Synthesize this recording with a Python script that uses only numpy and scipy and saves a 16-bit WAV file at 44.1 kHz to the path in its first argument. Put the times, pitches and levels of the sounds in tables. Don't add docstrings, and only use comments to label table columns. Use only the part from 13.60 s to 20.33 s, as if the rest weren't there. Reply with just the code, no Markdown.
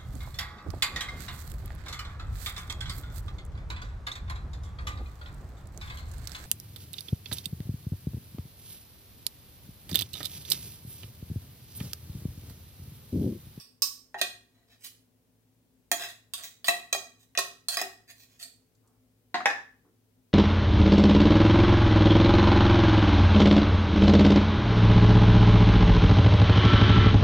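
import sys
import numpy as np
from scipy import signal
from scipy.fft import rfft, irfft, next_fast_len
from scipy.io import wavfile

SR = 44100
rng = np.random.default_rng(int(sys.argv[2]) if len(sys.argv) > 2 else 0)


def store_wav(level_fs):
    pcm = np.round(np.clip(np.atleast_2d(level_fs), -1, 1) * 32767)
    wavfile.write(sys.argv[1], SR, pcm.T.astype(np.int16))


N = 296793
SPAN = 32768
AGE = np.arange(SPAN) / SR
HZ = np.fft.rfftfreq(SPAN, 1 / SR) + 1


def from_db(db):
    return 10 ** (np.asarray(db) / 20)


def unit(x):
    return x / np.sqrt(np.sum(x ** 2) + 1e-20)


def at_hz(points, hz):
    frequencies, values = np.transpose(points)
    return np.interp(np.log(hz), np.log(frequencies), values)


def fade(t60):
    return from_db(-60 * AGE / max(t60, 1e-3))


def band(x, low, high):
    return signal.sosfilt(signal.butter(3, [low, min(high, .45 * SR)], "band", fs=SR, output="sos"), x)


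def add(out, start_s, sound):
    start = round(start_s * SR)
    ending = np.clip(4 - 5 * AGE / AGE[-1], 0, 1)
    out[:, max(start, 0):start + SPAN] += (sound * ending)[..., max(-start, 0):N - start]


# pitch_hz, level_db
MOTOR_TONES = [(59.3, -82.5), (109.5, -73), (114.5, -87.5), (172, -83), (232, -89), (258, -79), (367, -89),
               (441, -87)]
# frequency_hz, relative_density_db
AIR_SPECTRUM = [(15, -35), (25, -28), (38, -20), (50, -9.5), (80, -16), (102, -6.5), (206, -17),
                (256, -1.5), (285, -15), (405, -19), (439, -14.5), (560, -20.5), (734, -24.5),
                (1230, -31.5), (7310, -35.5), (16000, -33)]
def appliance_and_air(waver=.25, air_db=-69):
    t = np.arange(N) / SR
    knots = np.arange(0, t[-1] + 1, 1 / 10)
    hum = 0
    for hz, db in MOTOR_TONES:
        swell, drift = (np.interp(t, knots, rng.standard_normal(len(knots))) for _ in range(2))
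        phase = 2 * np.pi * hz * t + 2 * waver * drift
        hum += np.sqrt(2) * from_db(db) * (1 + waver * swell) * np.sin(phase)
    size = next_fast_len(N)
    hz = np.fft.rfftfreq(size, 1 / SR) + 1
    mid, side = rfft(rng.standard_normal((2, size))) * from_db(at_hz(AIR_SPECTRUM, hz))
    width = at_hz([(300, 0.44), (2000, 0.97)], hz)
    air = irfft(np.array([mid + width * side, mid - width * side]), size)[:, :N]
    return (hum + from_db(air_db) * unit(air) * np.sqrt(2 * N)) * from_db([[1.1], [-1.1]])


# frequency_hz, t60_s
ROOM_DECAY = [(200, 0.59), (600, 0.33), (1500, 0.41), (4000, 0.35), (8000, 0.37), (15000, 0.32)]
def kitchen(gap_s=0.0013, early_db=1, early_t60=0.085):
    edges = np.geomspace(100, 19000, 8)
    tail = 0
    for low, high in zip(edges, edges[1:]):
        mid, side = rng.standard_normal((2, SPAN))
        apart = min(high / 1800, 1)
        ears = np.array([mid + apart * side, mid - apart * side]) / np.hypot(1, apart)
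        tail += band(ears, low, high) * fade(at_hz(ROOM_DECAY, np.sqrt(low * high)))
    tail = unit(tail * np.clip(AGE / gap_s - .5, 0, 1)) * np.sqrt(2)
    return rfft(tail * (1 + from_db(early_db) * fade(early_t60)))


# start_s, length_s, level_db, centre_hz
SOFT_TOUCHES = [(5.149, 0.0049, -71, 5980), (5.217, 0.095, -77, 905), (5.274, 0.0054, -70, 7120),
                (6.235, 0.044, -68, 296), (6.244, 0.029, -74, 1092)]
def thuds():
    out = np.zeros((2, N))
    for start_s, length_s, level_db, hz in SOFT_TOUCHES:
        swell = 2 * AGE / length_s * np.exp(1 - 2 * AGE / length_s)
        puff = unit(band(rng.standard_normal(SPAN), hz * .65, hz * 1.42)) * np.sqrt(SPAN) * swell
        add(out, start_s, from_db(level_db) * irfft(rfft(puff) * (1 + .5 * kitchen())))
    return out


def resonance(hz, width_hz):
    return 1 / (1 + 1j * (HZ ** 2 - hz ** 2) / (HZ * max(width_hz, 4)))


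def body(modes, clank_db, clank_t60, crowded_hz, spread_db, damping):
    ring = 0
    for k, (hz, width_hz, db) in enumerate(modes):
        strength, detune = rng.standard_normal(2)
        mode = resonance(hz * (1 + 0.0018 * detune), width_hz * damping)
        ring += (-1) ** k * from_db(db + spread_db * strength) * mode
    high_pass = (1j * HZ / (crowded_hz + 1j * HZ)) ** 2
    clank = rfft(unit(rng.standard_normal(SPAN) * fade(clank_t60)))
    return rfft(unit(irfft(ring))) + from_db(clank_db) * high_pass * clank


def spot(hz, width_hz, level_db):
    delay = np.exp(-2j * np.pi * HZ / (4 * hz))
    return from_db(level_db) * rfft(unit(irfft(resonance(hz, width_hz)))) * delay


def blow(chatter_s, chatter_db):
    chatter = rng.standard_normal(SPAN) ** 3 * np.exp(-AGE / chatter_s)
    force = from_db(chatter_db) * unit(chatter)
    force[0] += 1
    return rfft(force)


def minimum_phase(db):
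    cepstrum = irfft(np.log(from_db(db)))
    cepstrum[1:SPAN // 2] *= 2
    cepstrum[SPAN // 2 + 1:] = 0
    return np.exp(rfft(cepstrum))


REGISTER_EDGES = [250, 1000, 2200, 4400, 8000, 16000]
def voicing(level_db, tilt_db, spots_hz, lift_db, colour=None, reach_octaves=0.74):
    edges = np.array(REGISTER_EDGES)
    centres = np.sqrt(edges[:-1] * edges[1:])
    octaves = np.log2(edges[1:] / 4000)
    near = sum(np.exp(-(np.log2(centres / hz) / reach_octaves) ** 2) for hz in spots_hz)
    colour_db = 0 if colour is None else at_hz(colour, centres)
    return level_db + tilt_db * octaves + lift_db * near + colour_db


def radiate(spectrum, register_db, side, lag, room_db, pan_db, opening_s=.025):
    left_lag_s = at_hz(lag, HZ)
    direct = np.exp(-2j * np.pi * HZ * np.maximum([left_lag_s, -left_lag_s], 0))
    lean_db = (at_hz(side, HZ) + pan_db) / 2
    small_radiator = (1j * HZ / (310 + 1j * HZ)) ** 2
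    paths = direct + from_db(room_db) * kitchen()
    ears = spectrum * small_radiator * paths * from_db([lean_db, -lean_db])
    opening = irfft(ears)[:, :int(opening_s * SR)]
    curve = []
    for low, high, db in zip(REGISTER_EDGES, REGISTER_EDGES[1:], register_db):
        gain_db = db - 10 * np.log10(np.mean(band(opening, low, high) ** 2) + 1e-20)
        curve += [(low * 1.15, gain_db), (high / 1.15, gain_db)]
    return irfft(ears * minimum_phase(at_hz(curve, HZ)))


# frequency_hz, left_minus_right_db
BOARD_BALANCE = [(300, -1.5), (900, 1), (1400, 1), (2600, 0), (3300, -1.5), (6400, -4), (12000, -10.5)]
# frequency_hz, left_lag_s
BOARD_DELAY = [(300, -.00009), (14000, -.00009)]
# pitch_hz, nominal_width_hz, relative_db
STANDING_MODES = [(240, 89, -8), (398, 14, -10.5), (569, 80, -10.5), (708.6, 16, 1), (803, 20, -2),
                  (918, 14, -2), (1070, 30, -2.5), (1423, 60, -16.5), (1544, 50, -6), (1650, 20, -2),
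                  (1713, 13, 0), (1814, 14, 0), (1887, 52, -3), (2486, 80, -2.5), (3253, 45, -8.5),
                  (4028, 85, -2.5), (4955, 62, 0), (6760, 120, -1.5)]
# frequency_hz, gain_db
BOARD_TIMBRE = [(500, 6.5), (1500, 10), (3100, 2.5), (5900, -2), (11300, -14)]
# start_s, nominal_db, tilt_db_per_octave, chatter_s, spot_hz, second_spot_hz
BOARD_IMPACTS = [(5.743, -41, -1.4, 0.018, 717, 4000), (5.804, -54, -2.5, 0.0029, 738, 1535),
                 (5.8572, -33, 0.48, 0.0018, 795, 2477), (5.901, -46.5, 0.88, 0.0054, 1746, 1063)]
def set_down():
    out = np.zeros((2, N))
    blunt = 1 / (1 + 1j * HZ / 5000) ** 3
    for start_s, level_db, tilt_db, chatter_s, hz, second_hz in BOARD_IMPACTS:
        ring = body(STANDING_MODES, clank_db=5.5, clank_t60=.032, crowded_hz=350,
                    spread_db=1.5, damping=1.4)
        ring += spot(hz, width_hz=25, level_db=0.5) + spot(second_hz, width_hz=40, level_db=-10.5)
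        ring *= blunt * blow(chatter_s, chatter_db=-2.5)
        register_db = voicing(level_db, tilt_db, (hz, second_hz), lift_db=4.5, colour=BOARD_TIMBRE)
        add(out, start_s, radiate(ring, register_db, BOARD_BALANCE, BOARD_DELAY, room_db=-3.5, pan_db=.8))
    return out


# frequency_hz, left_minus_right_db
HAND_BALANCE = [(300, 5.5), (700, -1), (1000, 0.5), (2000, 1), (3300, -1), (5000, -6.5), (6400, -7),
                (8300, -10), (14000, -9.5)]
# frequency_hz, left_lag_s
HAND_DELAY = [(1900, 0.000046), (2400, .00006), (3600, .00015), (14000, 0.00014)]
# pitch_hz, nominal_width_hz, relative_db
RIM_MODES = [(700, 22, -7.5), (1100, 52, -10), (1879, 33, 6), (2450, 110, -10), (3500, 1200, -14),
             (4560, 68, 2), (4950, 660, -7.5), (5400, 290, -13), (8540, 600, -4), (13500, 1100, -9.5)]
# frequency_hz, gain_db
TICK_TIMBRE = [(500, -12), (1500, -7.5), (3100, 0.5), (5900, 6), (11300, 6.5)]
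# start_s, nominal_db, tilt_db_per_octave, chatter_s, spot_hz, low_spot_hz
RIM_TICKS = [(-0.11, -37, -0.5, 0.002, 5070, 1906), (0.2208, -35.5, 0.34, 0.0058, 5300, 1122),
             (2.736, -43.5, -0.9, 0.0026, 3590, 1110), (3.0443, -45.5, -3.5, 0.0015, 3530, 1960),
             (4.085, -38.5, -0.5, 0.0018, 4360, 704), (4.828, -53, -0.3, 0.0058, 4490, 2424)]
def ticks():
    out = np.zeros((2, N))
    for start_s, level_db, tilt_db, chatter_s, hz, low_hz in RIM_TICKS:
        ring = body(RIM_MODES, clank_db=-6, clank_t60=.025, crowded_hz=2500, spread_db=3.5, damping=1.5)
        ring += spot(hz, width_hz=400, level_db=-0.5) + spot(low_hz, width_hz=33, level_db=-9)
        ring *= blow(chatter_s, chatter_db=0)
        register_db = voicing(level_db, tilt_db, (hz,), lift_db=6.5, colour=TICK_TIMBRE)
        add(out, start_s, radiate(ring, register_db, HAND_BALANCE, HAND_DELAY, room_db=.5, pan_db=.74))
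    return out


# pitch_hz, nominal_width_hz, relative_db
CAN_MODES = [(235, 110, -17.5), (385, 14, -7.5), (528, 100, -14.5), (699.1, 16, 5.5), (1130.6, 29, -7.5),
             (1310, 33, -10), (1610, 61, -13), (1858.5, 24, 1.5), (1921, 31, 0), (2490, 35, 2.5),
             (2636, 15, -4.5), (2830, 13, -5.5), (3270, 43, -0.5), (3978, 100, 1.5), (4890, 85, -1.5),
             (5154, 55, -6.5), (5680, 67, -6), (6540, 63, -3.5), (6690, 40, -5), (7770, 140, -9.5),
             (8440, 370, -9), (9340, 920, -7.5), (10620, 210, -9), (11140, 250, -6), (13000, 180, -16)]
# start_s, nominal_db, tilt_db_per_octave, chatter_s, spot_hz, second_spot_hz, lift_db, base_drive_db
SPOON_KNOCKS = [(0.5434, -56, -6, 0.0075, 823, 1850, 11, -18),
                (0.614, -35, 0.6, 0.0021, 4023, 2493, 6.1, -9.5),
                (2.3154, -30, 0.95, 0.0021, 6800, 1864, 0.66, 6),
                (3.0828, -29.5, -0.8, 0.0013, 2633, 1950, 5, 4.5),
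                (3.093, -38.5, 0.04, 0.0026, 705, 1940, 5, 3),
                (3.3273, -39.5, 0.2, 0.0041, 6414, 2428, 12.3, 2),
                (3.348, -40.5, -1.5, 0.0017, 4920, 707, 1.9, -3.5),
                (3.7511, -58, -1.5, 0.0012, 1893, 2520, 9.4, 2),
                (3.775, -41, -2.1, 0.0036, 6390, 2505, 14.7, 4.5),
                (3.788, -34, 1, 0.00043, 3964, 1088, 2, -7.5),
                (4.17, -39, 0.6, 0.0011, 5050, 1840, 6.7, 1.5),
                (4.214, -38, -.2, 0.0017, 5080, 713, 3.3, -3.5)]
def knocks(base_hz=685, base_width_hz=33):
    out = np.zeros((2, N))
    for start_s, level_db, tilt_db, chatter_s, hz, second_hz, lift_db, base_db in SPOON_KNOCKS:
        ring = body(CAN_MODES, clank_db=1, clank_t60=.022, crowded_hz=2980, spread_db=2, damping=1.1)
        ring += spot(hz, width_hz=0.017 * hz, level_db=-6)
        ring += spot(second_hz, width_hz=0.032 * second_hz, level_db=-10.5)
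        ring *= 1 + (from_db(base_db) - 1) * resonance(base_hz, base_width_hz)
        ring *= blow(chatter_s, chatter_db=-3)
        register_db = voicing(level_db, tilt_db, (hz, second_hz), lift_db)
        add(out, start_s, radiate(ring, register_db, HAND_BALANCE, HAND_DELAY, room_db=-4.5, pan_db=1))
    return out


# frequency_hz, gain_db
SCRAPE_TIMBRE = [(500, -8.5), (1500, -1), (3100, 3), (5900, 3), (11300, 1)]
# start_s, rise_s, fall_s, nominal_db, tilt_db_per_octave, spot_hz
SPOON_STROKES = [(0.574, 0.016, 0.023, -52.5, -2.5, 2800), (0.898, 0.092, 0.096, -82.5, -5, 3970),
                 (1.069, 0.058, 0.04, -71.5, -1.9, 3780), (1.188, 0.048, 0.022, -70.5, 3.5, 7800),
                 (1.234, 0.022, 0.016, -55.5, 4.4, 3080), (2.355, 0.071, 0.054, -46.5, -2, 2600),
                 (2.467, 0.033, 0.0097, -56, 0.3, 1870), (2.765, 0.02, 0.064, -58.5, -1.8, 4170),
                 (2.824, 0.016, 0.05, -53, 1.8, 3930), (3.051, 0.028, 0.0063, -47, 2, 8550),
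                 (3.124, 0.014, 0.043, -54, -5.5, 4900), (3.582, 0.039, 0.025, -74.5, 2, 3900),
                 (4.093, 0.053, 0.0071, -46, 1.1, 4400), (4.181, 0.0052, 0.021, -41, -3, 1900),
                 (4.231, 0.0054, 0.04, -60.5, -6, 4100), (4.475, 0.028, 0.016, -59, 0.4, 1830),
                 (4.552, 0.079, 0.026, -68.5, 2.2, 4070), (4.67, 0.03, 0.24, -77.5, 0.7, 4180),
                 (4.79, 0.021, 0.025, -58, 2, 4340)]
def scrapes(slips_per_s=1700, uneven_db=3):
    out = np.zeros((2, N))
    for start_s, rise_s, fall_s, level_db, tilt_db, hz in SPOON_STROKES:
        length_s = rise_s + fall_s
        pressure = np.interp(AGE, [0, rise_s, length_s], [.1, 1, .15]) * (AGE < length_s)
        slips = rng.random(SPAN) < slips_per_s / SR
        strength = from_db(uneven_db * np.clip(rng.standard_normal(SPAN), -2, 2))
        force = pressure * (slips * strength + 0.044) * rng.standard_normal(SPAN)
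        wall = body(CAN_MODES, clank_db=7.5, clank_t60=.012, crowded_hz=2100, spread_db=0, damping=1.8)
        wall += spot(hz, width_hz=0.053 * hz, level_db=-1.5)
        register_db = voicing(level_db, tilt_db, (hz,), lift_db=1.5, colour=SCRAPE_TIMBRE)
        rasp = radiate(rfft(force) * wall, register_db, HAND_BALANCE, HAND_DELAY,
                       room_db=-3, pan_db=2, opening_s=length_s)
        add(out, start_s, rasp)
    return out


def scene():
    return knocks() + ticks() + scrapes() + set_down() + thuds() + appliance_and_air()


def record(dry):
    return signal.sosfilt(signal.ellip(10, .2, 80, 16000, fs=SR, output="sos"), dry)


dry = scene()
out = record(dry)
store_wav(out)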